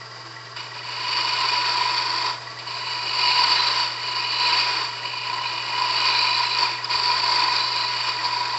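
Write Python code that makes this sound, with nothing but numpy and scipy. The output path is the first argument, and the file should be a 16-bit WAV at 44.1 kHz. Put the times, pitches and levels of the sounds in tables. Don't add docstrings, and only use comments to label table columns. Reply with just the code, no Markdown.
import sys
import numpy as np
from scipy import signal
from scipy.fft import rfft, irfft, next_fast_len
from scipy.io import wavfile
from scipy.ndimage import uniform_filter1d, map_coordinates

SR = 44100
rng = np.random.default_rng(int(sys.argv[2]) if len(sys.argv) > 2 else 0)


def volts_from_decibels(level):
    exponent = np.asarray(level, float) / 20
    return 10 ** exponent


def put_to_file(sound):
    columns = np.atleast_2d(sound).T
    safe = np.clip(columns, -1, 1)
    whole_steps = np.round(safe * 32767)
    wavfile.write(sys.argv[1], SR, whole_steps.astype(np.int16))


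N = 378378
T = np.arange(N) / SR
SPINDLE_HZ, MOTOR_HZ = 24.72, 19.94
FIRST_TICK_S = .013
USUAL_DB = -25

# pitch_hz, level_db (rms)
HUM_TONES = [(120.03, -49), (140, -67), (100.1, -76), (160, -73)]
# pitch_hz, level_db (per Hz)
IDLE_COLOUR = [(25, -58.5), (45, -29.5), (70, -27), (110, -30), (160, -23.5), (230, -28), (330, -24),
               (1100, -15.5), (2000, -20.5), (3500, -25), (4700, -23), (6300, -19), (7500, -23),
               (8500, -41)]
# start_s, level_db
DRIVE_LOAD = [
    (0, 2),
    (.55, 1.5),
    (2.4, 3.5),
    (8.58, 4),
]
# pitch_hz, width_hz, level_db
FRAME_MODES = [(1075, 40, 0), (1142, 30, 0), (1338, 35, -4), (1600, 18, -3), (1693, 25, -5), (1930, 70, -5),
               (2330, 35, -9), (2910, 130, -13), (3750, 60, -14), (4030, 70, -13), (4570, 90, -2),
               (4720, 120, -6), (4830, 100, -4), (4970, 110, -4)]
# pitch_hz, width_hz, level_db
BED_MODES = [(332.4, 21.8, -0.5), (391.7, 18.8, 0.5), (441, 31, -1), (501, 15, -7), (574.8, 14, 2.5),
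             (604, 100, -6), (687, 31, 1), (689, 7, -9), (763, 20, -1.5), (864, 6.8, -3.5), (902, 37, 4)]
# start_s, level_db (peak), pitch_hz
HAND_BUMPS = [
    (3.631, -53, 88.6),
    (6.944, -44.5, 81),
    (8.36, -55.5, 55),
    (8.45, -55, 50),
    (8.53, -56, 60),
    (.12, -66, 49.3),
    (0.548, -57, 50),
]
# pitch_hz, width_hz, level_db
REST_MODES = [(981, 21, 0), (952, 26, -8), (1020, 26, -14), (1054, 34, -11), (900, 40, -18)]
# pitch_hz, width_hz, level_db
POST_MODES = [(1145, 45, -1), (1232, 25, -4), (1271, 20, 0), (1340, 50, -5), (1420, 40, -5), (1474, 20, 1),
              (1600, 25, -4), (1660, 30, -6), (1855, 60, -2), (2135, 60, -1), (3240, 80, -8),
              (3445, 24, -4), (3560, 30, -9), (3632, 22, -2), (3690, 25, -6), (3743, 26, -3),
              (3850, 50, -5)]
# pitch_hz, width_hz, level_db
STICK_MODES = [(2280, 70, -9), (2370, 60, -8), (2447, 66, -1), (2545, 70, -7), (2620, 70, -7),
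               (2700, 60, -13)]
# pitch_hz, width_hz, level_db
SPUR_MODES = [(2810, 70, -6), (2900, 60, 0), (2960, 60, -1)]
# pitch_hz, width_hz, level_db
SHANK_MODES = [(3975, 70, -1), (4118, 60, 0)]
# pitch_hz, width_hz, level_db
BLADE_MODES = [(4347, 59, -10), (4547, 104, -3.5), (4880, 60, -6.5), (4956, 186, -8.5), (5034, 510, -13)]
# pitch_hz, width_hz, level_db
EDGE_MODES = [(7315, 750, 0)]
# pitch_hz, level_db (per Hz)
CHIP_COLOUR = [(150, -54), (300, -15), (900, -19), (1300, -2), (2000, -7.5), (3200, -6.5), (4300, -9),
               (5500, -2.5), (6500, -13.5), (7400, -25), (8300, -37), (8700, -92)]
# start_s, level_db (over the cut), t60_s
CATCHES = [
    (0.563, 4, 0.54),
    (2.588, 16.5, 0.13),
    (6.844, 14.5, 0.041),
]
# start_s, level_db
PUSH_CURVE = [(.56, -38), (.75, -36.5), (1.18, -22), (1.75, -23), (2.3, -25.5), (2.67, -30), (3.1, -24),
              (3.26, -17), (3.8, -22.5), (4.0, -27), (4.3, -23), (4.52, -20.5), (5.05, -28.5),
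              (5.55, -27.5), (6.08, -20), (6.45, -23), (7.4, -20.5), (8.3, -26)]
# start_s, reach_steps
REACH_CURVE = [(.6, -1), (1.2, -6), (1.9, 6), (2.4, 12.5), (2.651, -1), (4.2, -6), (4.8, -0.5), (5.098, -6),
               (6.2, -3), (6.9, 4), (7.402, 10.5), (7.8, -1.5), (8.1, -2.5), (8.35, 12.5)]
# start_s, tilt_steps
TILT_CURVE = [(.6, 6), (1.5, 4), (2.4, 4), (2.75, -2), (3.3, -2), (3.65, 7), (3.85, 8), (4.15, 0),
              (4.6, 3.5), (4.8, 9), (5.2, -3), (5.9, 1), (6.35, 1), (6.65, 4), (7.05, 0), (7.7, 1),
              (8.1, 4.5), (8.58, -3.5)]
# start_s, fall_s, back_s
EDGE_LIFTS = [
    (2.3, .09, 2.66),
    (6.66, .16, 6.881),
    (8.11, .035, 8.19),
    (3.82, .12, 3.96),
    (4.72, .22, 5.03),
    (.64, .05, .715),
    (.785, .025, .815),
]
LIFT_DEPTHS = [-13, -11.5, -2.5, -3.5, -4, -8, -8]
LIFT_RETURNS = [.01, .015, .05, .08, .03, .03, .015]
# start_s, level_db
EDGE_DIGS = [(0.779, 2.5), (1.137, -0.5), (1.72, 1.5), (2.67, 2.5), (2.79, 2.5), (3.26, -1.5), (3.42, 1),
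             (3.52, 2), (4.24, -0.5), (4.6, 2), (5.05, 1.5), (6.02, 1), (6.64, 0.5), (6.91, 0), (7.3, 1),
             (8.09, 4), (8.259, 3)]
# level_db (usual push), push_db_per_db, reach_db_per_step, tilt_db_per_step
PART_ANSWERS = [
    (-3.5, 1.24, 0.081, 0.19),
    (-6, 1.06, 0.33, 0.41),
    (-7, 0.9, -0.43, -0.13),
    (-13, 1.06, -.1, -0.24),
]
PART_FLUTTER = [0.72, 1, 0.92, 0.77]
# start_s, level_db, half_length_s
REST_CHATTER = [(1.42, 3.5, 0.078), (1.7, 4.5, 0.026), (1.81, 5, .05), (2.26, 2, 0.023), (2.95, 2.5, 0.012),
                (3.42, 5.5, 0.051), (4.18, 6, 0.023), (4.47, 3.5, .05), (5.38, 10.5, 0.2), (5.82, 8, 0.12),
                (6.1, 3.5, 0.053), (6.27, 4.5, 0.061), (6.42, 7.5, 0.041), (6.63, 4.5, 0.031),
                (6.94, 1.5, 0.013), (7.1, 3.5, 0.024), (7.3, 1, 0.017), (7.45, 4, 0.029), (7.82, 2.5, 0.03),
                (8.1, 0.5, 0.022), (8.25, 1.5, 0.069), (8.5, 2, 0.18)]
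# start_s, level_db, half_length_s
STICK_WHIP = [(.9, 2, 0.3), (1.2, -0.5, 0.16), (1.75, 3, 0.33), (2.65, 1, .08), (3.22, 2, 0.036),
              (4.6, 2.5, 0.18), (5.12, 2, 0.38), (5.6, 1.5, 0.11), (6.18, 2.5, 0.19), (6.7, 3, 0.18),
              (7.52, 2.5, 0.047), (7.95, 0.5, .15)]
# start_s, level_db, half_length_s
SHANK_FLEX = [(1.2, -2, .1), (1.42, 8, 0.03), (1.72, 2, 0.093), (2.85, 1.5, .2), (3.63, 10.5, .1),
              (4.1, 3, 0.041), (4.45, 6.5, 0.24), (5.1, 3, .06), (5.48, 5, 0.086), (6.25, 8.5, 0.28),
              (6.52, 5, 0.045), (7.33, 2.5, .1), (7.6, 8.5, .1), (7.82, 8, 0.11)]


def unit(x):
    return x / np.sqrt(np.mean(x ** 2) + 1e-20)


def wobble(rate):
    knots = rng.standard_normal(int(N * rate / SR) + 4)
    return map_coordinates(knots, [T * rate])


def curve(rows):
    return np.interp(T, *np.transpose(rows))


def swells(rows):
    return sum(db * np.exp(-((T - s) / half) ** 2) for s, db, half in rows)


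def filtered(x, response):
    m = next_fast_len(N + 8192)
    return irfft(rfft(x, m) * response(np.fft.rfftfreq(m, 1 / SR)), m)[:N]


def colour(points):
    hz, db = np.transpose(points)
    return lambda f: volts_from_decibels(np.interp(np.log(f + 1), np.log(hz), db))


def modes(rows):
    def response(f):
        total = 0
        for k, (centre, width, db) in enumerate(rows):
            damping = 1j * f * width
            total = total + (-1) ** k * volts_from_decibels(db) * damping / (centre ** 2 - f ** 2 + damping + 1e-9)
        return total
    return response


def sharp(rows):
    return lambda f: modes(rows)(f) * f / (f + 300j)


def mains_hum():
    tones = sum(np.sqrt(2) * volts_from_decibels(db) * np.sin(2 * np.pi * hz * T) for hz, db in HUM_TONES)
    return tones * volts_from_decibels(.2 * wobble(3))


def drive_noise():
    belt_slap_db = 1.2 * np.cos(2 * np.pi * MOTOR_HZ * (T - FIRST_TICK_S))
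    drift_db = 0.37 * wobble(5.7) + 0.88 * wobble(30)
    noise = rng.standard_normal((3, N)) * volts_from_decibels(curve(DRIVE_LOAD) + belt_slap_db + drift_db)
    whirr = volts_from_decibels(-41.0) * unit(filtered(noise[0], colour(IDLE_COLOUR)))
    frame = volts_from_decibels(-40) * unit(filtered(noise[1], modes(FRAME_MODES)))
    bed = volts_from_decibels(-47.0) * unit(filtered(noise[2], modes(BED_MODES)))
    return whirr + frame + bed


def bearing():
    turn = np.arange(int(N / SR * MOTOR_HZ))
    off_load = 1 - np.cos(2 * np.pi * (turn * .5707 - .035))
    warm_up_db = 3.5 * np.minimum(turn / 50, 1)
    relief_db = np.minimum(17 * off_load ** .6, 15)
    size_db = -25.5 + warm_up_db - relief_db + rng.normal(0, 1.2, len(turn))
    blows = np.zeros(N)
    blows[((FIRST_TICK_S + turn / MOTOR_HZ) * SR).astype(int)] = volts_from_decibels(size_db)
    t = T[:SR // 10]
    ring = np.sin(2 * np.pi * 1930 * t) + .8 * np.sin(2 * np.pi * 1965 * t)
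    envelope = volts_from_decibels(-60 * t / 0.089) * (1 - np.exp(-t / 0.0047))
    return volts_from_decibels(-2.5) * signal.fftconvolve(blows, ring * envelope)[:N]


def bumps():
    total = 0
    for s, db, hz in HAND_BUMPS:
        bell = np.exp(-((T - s - .015) / 0.012) ** 2)
        total = total + volts_from_decibels(db) * bell * np.sin(2 * np.pi * hz * (T - s))
    return total


def taps():
    bell = np.exp(-((T - 6.8465) / .0025) ** 2)
    return volts_from_decibels(-16) * bell * np.sin(2 * np.pi * 4950 * T)


def hand():
    push, reach, tilt = curve(PUSH_CURVE), curve(REACH_CURVE), curve(TILT_CURVE)
    push = push - USUAL_DB + swells((s, db, .025) for s, db in EDGE_DIGS)
    for (start, fall, back), db, rise in zip(EDGE_LIFTS, LIFT_DEPTHS, LIFT_RETURNS):
        lifted = np.minimum((T - start) / fall, 1 - (T - back) / rise)
        push = push + db * np.clip(lifted, 0, 1)
    parts = []
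    for (db, per_push, per_reach, per_tilt), flutter_db in zip(PART_ANSWERS, PART_FLUTTER):
        answer_db = USUAL_DB + db + per_push * push + per_reach * reach + per_tilt * tilt
        parts.append(answer_db + flutter_db * wobble(20))
    whip_db = swells(STICK_WHIP)
    parts[1] = parts[1] + swells(REST_CHATTER)
    parts[2] = parts[2] + whip_db
    parts[3] = parts[3] + swells(SHANK_FLEX)
    skip = 0.13 * np.clip(-push, 0, 8)
    lean_db = -0.3 * reach - .5 * whip_db
    bright_db = 0.37 * tilt
    shaving_db = 0.34 * tilt + 0.19 * reach - 0.11 * push
    return parts, skip, lean_db, bright_db, shaving_db


def edge_contact():
    contact = 1. * (T > .563)
    for at, db, t60 in CATCHES:
        contact = contact + (T > at) * volts_from_decibels(db - 60 * np.abs(T - at) / max(t60, .01))
    return contact * volts_from_decibels(0.12 * wobble(12) + 0.067 * wobble(35))


def turning(once, once_lag, twice, twice_lag):
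    angle = 2 * np.pi * SPINDLE_HZ * T
    power = 1 + once * np.cos(angle + once_lag) + twice * np.cos(2 * angle + twice_lag)
    return np.sqrt(np.clip(power, .03, 4))


def steadied(x, share):
    swing = np.sqrt(np.abs(uniform_filter1d(x ** 2, size=SR // 25)) + 1e-12)
    return unit(x / swing ** np.clip(share, 0, 1))


def chisel():
    (blade_db, rest_db, stick_db, shank_db), skip, lean_db, bright_db, shaving_db = hand()
    contact = edge_contact()
    tear = volts_from_decibels(0.56 * wobble(150) + 1.5 * wobble(500))

    def part(response, force, rough_db):
        gain = np.abs(response(np.linspace(1, SR / 2, num=20000)))
        scale = np.sqrt(np.mean(gain ** 2))
        rasp = unit(rng.standard_normal(N) * tear * volts_from_decibels(rough_db * wobble(120)))
        return filtered(contact * force * rasp, response) / scale

    push_db = 0.45 * blade_db + 0.31 * rest_db + 0.28 * stick_db
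    push_db = uniform_filter1d(push_db, size=SR // 20) + shaving_db
    edge_db = 0.47 * blade_db + 0.3 * push_db - 22

    blade = part(sharp(BLADE_MODES), turning(0.33, 0.35, 0.26, 1.6) * volts_from_decibels(blade_db - 2.7), 0.18)
    chatter = steadied(filtered(rng.standard_normal(N), sharp(REST_MODES)), share=0.51)
    rest_force = uniform_filter1d(contact ** 0.12 * volts_from_decibels(rest_db - 2.3), size=SR // 100)
    rest = chatter * rest_force * turning(0.25 + skip, .05, 0.14, 0.34)
    stick_force = turning(0.077, .05, 0.96, 1.0) * volts_from_decibels(stick_db - lean_db - 5.0)
    stick = part(sharp(STICK_MODES), stick_force, 0.23)
    spur_force = turning(0.055, .05, 0.056, .3) * volts_from_decibels(stick_db + lean_db - 7.5)
    spur = part(sharp(SPUR_MODES), spur_force, 0.54)
    shank = part(sharp(SHANK_MODES), turning(0.23, .5, 0.41, 0.4) * volts_from_decibels(shank_db - 3.0), 0.52)
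    post = part(sharp(POST_MODES), volts_from_decibels(push_db - 7.5), 1.2)
    bed = part(sharp(BED_MODES), volts_from_decibels(push_db - 15.5), 0.84)
    edge = part(lambda f: modes(EDGE_MODES)(f) ** 2, turning(0.31, 1.8, 0.25, -.5) * volts_from_decibels(edge_db), 1.5)
    chip_force = turning(0.34, 0.64, 0.11, .1) * volts_from_decibels(push_db + bright_db - 8.5)
    chips = part(colour(CHIP_COLOUR), chip_force, 1.1)
    return blade + rest + stick + spur + shank + post + bed + edge + chips


def scene():
    machine = mains_hum() + drive_noise() + bearing()
    return (machine + bumps() + taps() + chisel())[None]


def band_limit(x):
    return signal.sosfilt(signal.butter(12, 8520, fs=SR, output="sos"), x)


def record(dry):
    mic = colour([(20, -24), (60, 0), (5200, 0.5), (6400, -12.0), (7700, -6.5),
                  (8500, -21.0), (8650, -37), (9000, -90)])
    mix = filtered(dry[0], mic)[None]
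    return band_limit(mix)


dry = scene()
out = record(dry)
put_to_file(out)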